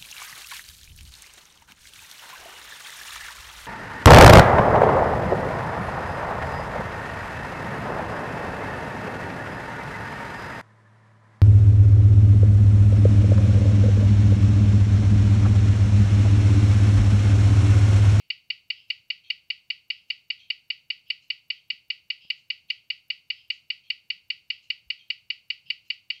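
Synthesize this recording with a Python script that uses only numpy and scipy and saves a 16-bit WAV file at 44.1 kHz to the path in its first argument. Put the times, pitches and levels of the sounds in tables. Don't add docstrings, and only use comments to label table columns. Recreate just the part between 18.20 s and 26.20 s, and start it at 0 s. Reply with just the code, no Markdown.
import sys
import numpy as np
from scipy import signal
from scipy.fft import irfft
from scipy.io import wavfile
from scipy.ndimage import uniform_filter1d

SR = 44100
rng = np.random.default_rng(int(sys.argv[2]) if len(sys.argv) > 2 else 0)


def level_to_linear(level):
    exponent = np.asarray(level, float) / 20
    return 10 ** exponent


def master_out(mix):
    frames = np.transpose(np.atleast_2d(mix))
    ceiling = np.clip(frames, -1, 1)
    pcm = np.round(ceiling * 32767).astype(np.int16)
    wavfile.write(sys.argv[1], SR, pcm)


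N = 352800

# f/Hz, level/dB, start/ms, push/ms, rise and fall/ms
DISC_MODES = [(2849, -20.5, 0.53, 8.43, 1.16), (4496, -25.5, 0.991, 5.1, 1.5),
              (2314.6, -27.5, 0.15, 8.27, 3.8), (2046.2, -25.5, 0.89, 3.87, 3.83),
              (2504.5, -30.5, 0.085, 8.9, 5.1), (3010, -27, 0.846, 5.54, 11), (5142, -43, 2.38, 5.7, 0.49),
              (4798, -39, 0.61, 4.5, 0.99), (3563, -39.5, .7, 5.5, 0.96), (3835, -41.5, 5.7, 5, 0.13),
              (3950, -34, .73, 1.9, 1.4), (2648, -33.5, 1.82, 3.8, 4.4)]
# f/Hz, level/dB, start/ms, push/ms, rise and fall/ms
CASE_MODES = [(570, -75.5, 2, 5.3, 0.85), (1390, -57, 1.6, 4.1, 1.9), (1209, -70, 2.455, 4, 1.1),
              (6014, -75, 0.26, 14, 1.6), (7430, -65, 0.74, 1.7, 0.62), (7750, -66.5, 5.5, 2.5, 0.96)]
# delay/ms, level/dB, smear/ms
WALL_ECHOES = [(6.5, -23, 0.77), (19.9, -13, 0.52), (28.3, -29.5, 4.3), (54.7, -31, 3.9), (76, -44.5, 17)]
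# f/Hz, level 30 ms after the click/(dB per Hz), t60/s
ROOM_TAIL = [(1070, -116, 0.15), (1410, -99, 0.31), (1660, -113, 0.16), (1970, -82.5, 0.24),
             (2130, -85.5, 0.41), (2877, -75, 0.36), (3187, -84.5, .3), (3510, -94, 0.32), (3850, -85, 0.3),
             (4070, -89.5, 0.28), (4530, -78.5, 0.34), (4890, -88, 0.19), (5750, -105, 0.37),
             (8300, -123, 0.29)]
# f/Hz, level/(dB per Hz)
FLOOR_SPECTRUM = [(25, -116), (50, -107), (80, -99.5), (120, -98), (180, -103), (250, -110), (400, -113),
                  (800, -115.5), (1200, -118), (5800, -118), (7000, -120.5), (8500, -122.5), (11300, -123),
                  (15500, -121)]
# t into the cycle/s, level/dB, length/s
STROKES = [
    (0, -57, .045),
    (0.161, -62.5, .03),
    (0.479, -57.5, .037),
]
# f/Hz, width/Hz, level/dB
STROKE_RINGS = [
    [(2740, 270, 0), (3060, 340, 0.5), (3900, 500, -12.5), (4550, 450, -13), (4970, 380, -7.5)],
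    [(2630, 400, -2), (2880, 260, 0), (4160, 260, -5.5), (5020, 400, -12.5), (6240, 1700, -10.5)],
    [(2540, 330, -1), (3180, 190, 1.5), (3740, 270, -9), (4300, 220, -6), (5900, 900, -18)],
]
CATCH_LATE = [0, -.035, 0.014, -0.0041, -.005, -.005, -0.045, .03]
HARD_TICKS = {14: 3, 18: 6, 24: 7, 38: 4}
# t/s, peak level/dB, low edge f/Hz, high edge f/Hz, decay/ms
KNOCKS = [
    (.79, -68, 70, 189, 7.2),
    (3.528, -66, 100, 450, 4),
    (4.047, -66, 500, 1350, 1.8),
    (4.047, -59, 55, 450, 2.4),
    (6.659, -65, 35, 110, 10),
    (7.441, -70, 100, 200, 25),
    (7.743, -57, 4000, 7800, 0.25),
]

FIRST_CLICK_S, BEAT_S, BEATS = .10062, .199992, 40
DISC_LO_HZ, DISC_HI_HZ = 1936, 5480
RATTLE_DB = -60
TOCK_DB = -0.1
FADE_DB_PER_S = -0.03
GATE_SHUT_DB, GATE_OPEN_DB, GATE_MEMORY_S = -71, -60.5, 0.06
CLICK_SHUT_DB, CLICK_OPEN_DB = 0.99, 2.5
TICK_LEAD_S = .019
TICK_DB, TICK_TOCK_DB, TICK_SCATTER_DB = -64.5, -4, 2
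FIRST_STROKE_S, CYCLE_S = .555, 1.1495
STROKE_TAIL_S, STROKE_SCATTER_DB = 0.051, 2.6
THUD_SHARE = 0.54


def level(x, db):
    return x * level_to_linear(db) / np.sqrt(np.mean(x ** 2))


def band(x, lo_hz, hi_hz, order=2):
    return signal.sosfilt(signal.butter(order, [lo_hz, hi_hz], "band", fs=SR, output="sos"), x)


def add(track, s, sound):
    i = int(round(s * SR))
    part = sound[max(-i, 0):N - i]
    track[max(i, 0):max(i, 0) + len(part)] += part


def white(count):
    hz = np.arange(count // 2 + 1) * SR / count + 1
    turns = rng.random(len(hz))
    return np.log(hz), np.sqrt(count * SR / 2) * np.exp(2j * np.pi * turns)


def floor():
    pitch, noise = white(count=N)
    hz, db = np.transpose(FLOOR_SPECTRUM)
    noise = noise * level_to_linear(np.interp(pitch, np.log(hz), db))
    low = pitch < np.log(300)
    steps = np.repeat(rng.standard_normal(N // 4096 + 1), 4096)[:N]
    waver = uniform_filter1d(steps, 4096)
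    rumble = irfft(noise * low, N) * level_to_linear(0.31 * waver)
    hiss = irfft(noise * ~low, N)
    return rumble + hiss


def driven(modes):
    ms, out = np.arange(SR // 25) * 1000 / SR, 0
    for hz, db, start, push, tau in modes:
        age = np.clip(ms - start, 0, None)
        build = 1 - np.exp(-np.minimum(age, push) / tau)
        release = np.exp(-np.clip(age - push, 0, None) / tau)
        out = out + level_to_linear(db) * build * release * np.sin(2 * np.pi * hz * age / 1000)
    return out


def workshop(click):
    s = np.arange(SR // 2) / SR
    walls = sum(level_to_linear(db) * np.exp(-((s * 1000 - ms) / smear) ** 2) for ms, db, smear in WALL_ECHOES)
    scatter = level_to_linear(-23.5) * walls * rng.standard_normal(len(s))
    echoes = signal.fftconvolve(click, scatter)[:len(s)]

    pitch, noise = white(count=len(s))
    hz, db, t60 = np.transpose(ROOM_TAIL)
    noise = noise * level_to_linear(np.interp(pitch, np.log(hz), db, left=-200, right=-200))
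    tail = 0
    for row, t in zip(np.eye(len(hz)), t60):
        share = np.interp(pitch, np.log(hz), row)
        tail = tail + irfft(noise * share) * level_to_linear(-60 * (s - .03) / t)
    onset = np.clip((s - .004) / 0.0022, 0, 1) ** 2
    return echoes + tail * onset


def sounder(background):
    edges = signal.ellip(5, .5, 45, [DISC_LO_HZ, DISC_HI_HZ], "band", fs=SR, output="sos")
    click = signal.sosfilt(edges, driven(DISC_MODES)) + band(driven(CASE_MODES), 350, 15000)
    ms = np.arange(len(click)) * 1000 / SR
    buzz = np.clip(ms - .7, 0, 1) * np.exp(-np.clip(ms - 8, 0, None) / 4.2)
    rattle = buzz * level(rng.standard_normal(len(ms)), RATTLE_DB)
    click = click + band(rattle, 4400, 7300, order=4)
    echo = workshop(click)

    out = np.zeros(N)
    add(out, FIRST_CLICK_S - BEAT_S, echo)
    memory = int(GATE_MEMORY_S * SR)
    for beat in range(BEATS):
        s = FIRST_CLICK_S + beat * BEAT_S
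        before = background[int(s * SR) - memory:int(s * SR)]
        before_db = 10 * np.log10(np.mean(before ** 2) + 1e-12)
        opened_db = np.interp(before_db, [GATE_SHUT_DB, GATE_OPEN_DB], [CLICK_SHUT_DB, CLICK_OPEN_DB])
        fade_db = FADE_DB_PER_S * (s - N / SR / 2)
        add(out, s, level_to_linear(opened_db + TOCK_DB * (beat % 2) + fade_db) * click)
        add(out, s, echo)
    return out


def rubbing():
    t, out = np.arange(SR // 3) / SR, np.zeros(N)
    for cycle, late in enumerate(CATCH_LATE):
        start = FIRST_STROKE_S + (cycle - 1) * CYCLE_S
        for (s, db, length), rings, loose in zip(STROKES, STROKE_RINGS, [0, late, 0]):
            noise = rng.standard_normal((len(rings), len(t)))
            swell = np.clip(t / 0.013, 0, 1) * np.exp(-np.clip(t - length, 0, None) / STROKE_TAIL_S)
            voice = sum(level(band(n, hz - w / 2, hz + w / 2), d) for (hz, w, d), n in zip(rings, noise))
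            stroke_db = db + STROKE_SCATTER_DB * noise[0, 0]
            add(out, start + s + loose, swell * level(voice, stroke_db))
    return out


def escapement():
    ms, out = np.arange(4096) * 1000 / SR, np.zeros(N)
    taps = np.exp(-ms / 1.1) + .6 * (ms > 2.5) * np.exp(-np.abs(ms - 2.5) / 1.4)
    drop = np.exp(-((ms - 23) / 2.9) ** 2)
    ring = np.exp(-ms / 35)
    for beat, noise in enumerate(rng.standard_normal((BEATS, 4, len(ms)))):
        s = FIRST_CLICK_S + beat * BEAT_S - TICK_LEAD_S
        db = TICK_DB + TICK_TOCK_DB * (beat % 2)
        db = db + TICK_SCATTER_DB * noise[3, 0] + HARD_TICKS.get(beat, 0)
        add(out, s, level_to_linear(db + 4.5) * band(taps * noise[0], 11000, 15000, order=4))
        add(out, s, level_to_linear(-67) * band(drop * noise[1], 11400, 14500, order=4))
        add(out, s, level_to_linear(-70.5) * band(ring * noise[2], 11600, 14000, order=4))
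    return out


def hand():
    ms, out = np.arange(SR // 8) * 1000 / SR, np.zeros(N)
    noises = rng.standard_normal((len(KNOCKS), len(ms)))
    for (s, db, lo_hz, hi_hz, decay), noise in zip(KNOCKS, noises):
        thud = THUD_SHARE * np.sin(2 * np.pi * np.sqrt(lo_hz * hi_hz) * ms / 1000)
        body = thud + (1 - THUD_SHARE) * level(band(noise, lo_hz, hi_hz), 0)
        burst = level(body, db) * ms / decay * np.exp(1 - ms / decay)
        add(out, s, band(burst, lo_hz / 2, hi_hz))
    return out


def scene():
    rub = rubbing()
    mix = sounder(rub) + escapement() + rub + hand() + floor()
    return mix[None]


def top_cut(x):
    return signal.sosfilt(signal.butter(12, 15800, fs=SR, output="sos"), x)


def record(dry):
    cut = signal.sosfilt(signal.ellip(8, .2, 70, 15650, fs=SR, output="sos"), dry)
    return top_cut(cut)


dry = scene()
out = record(dry)
master_out(out)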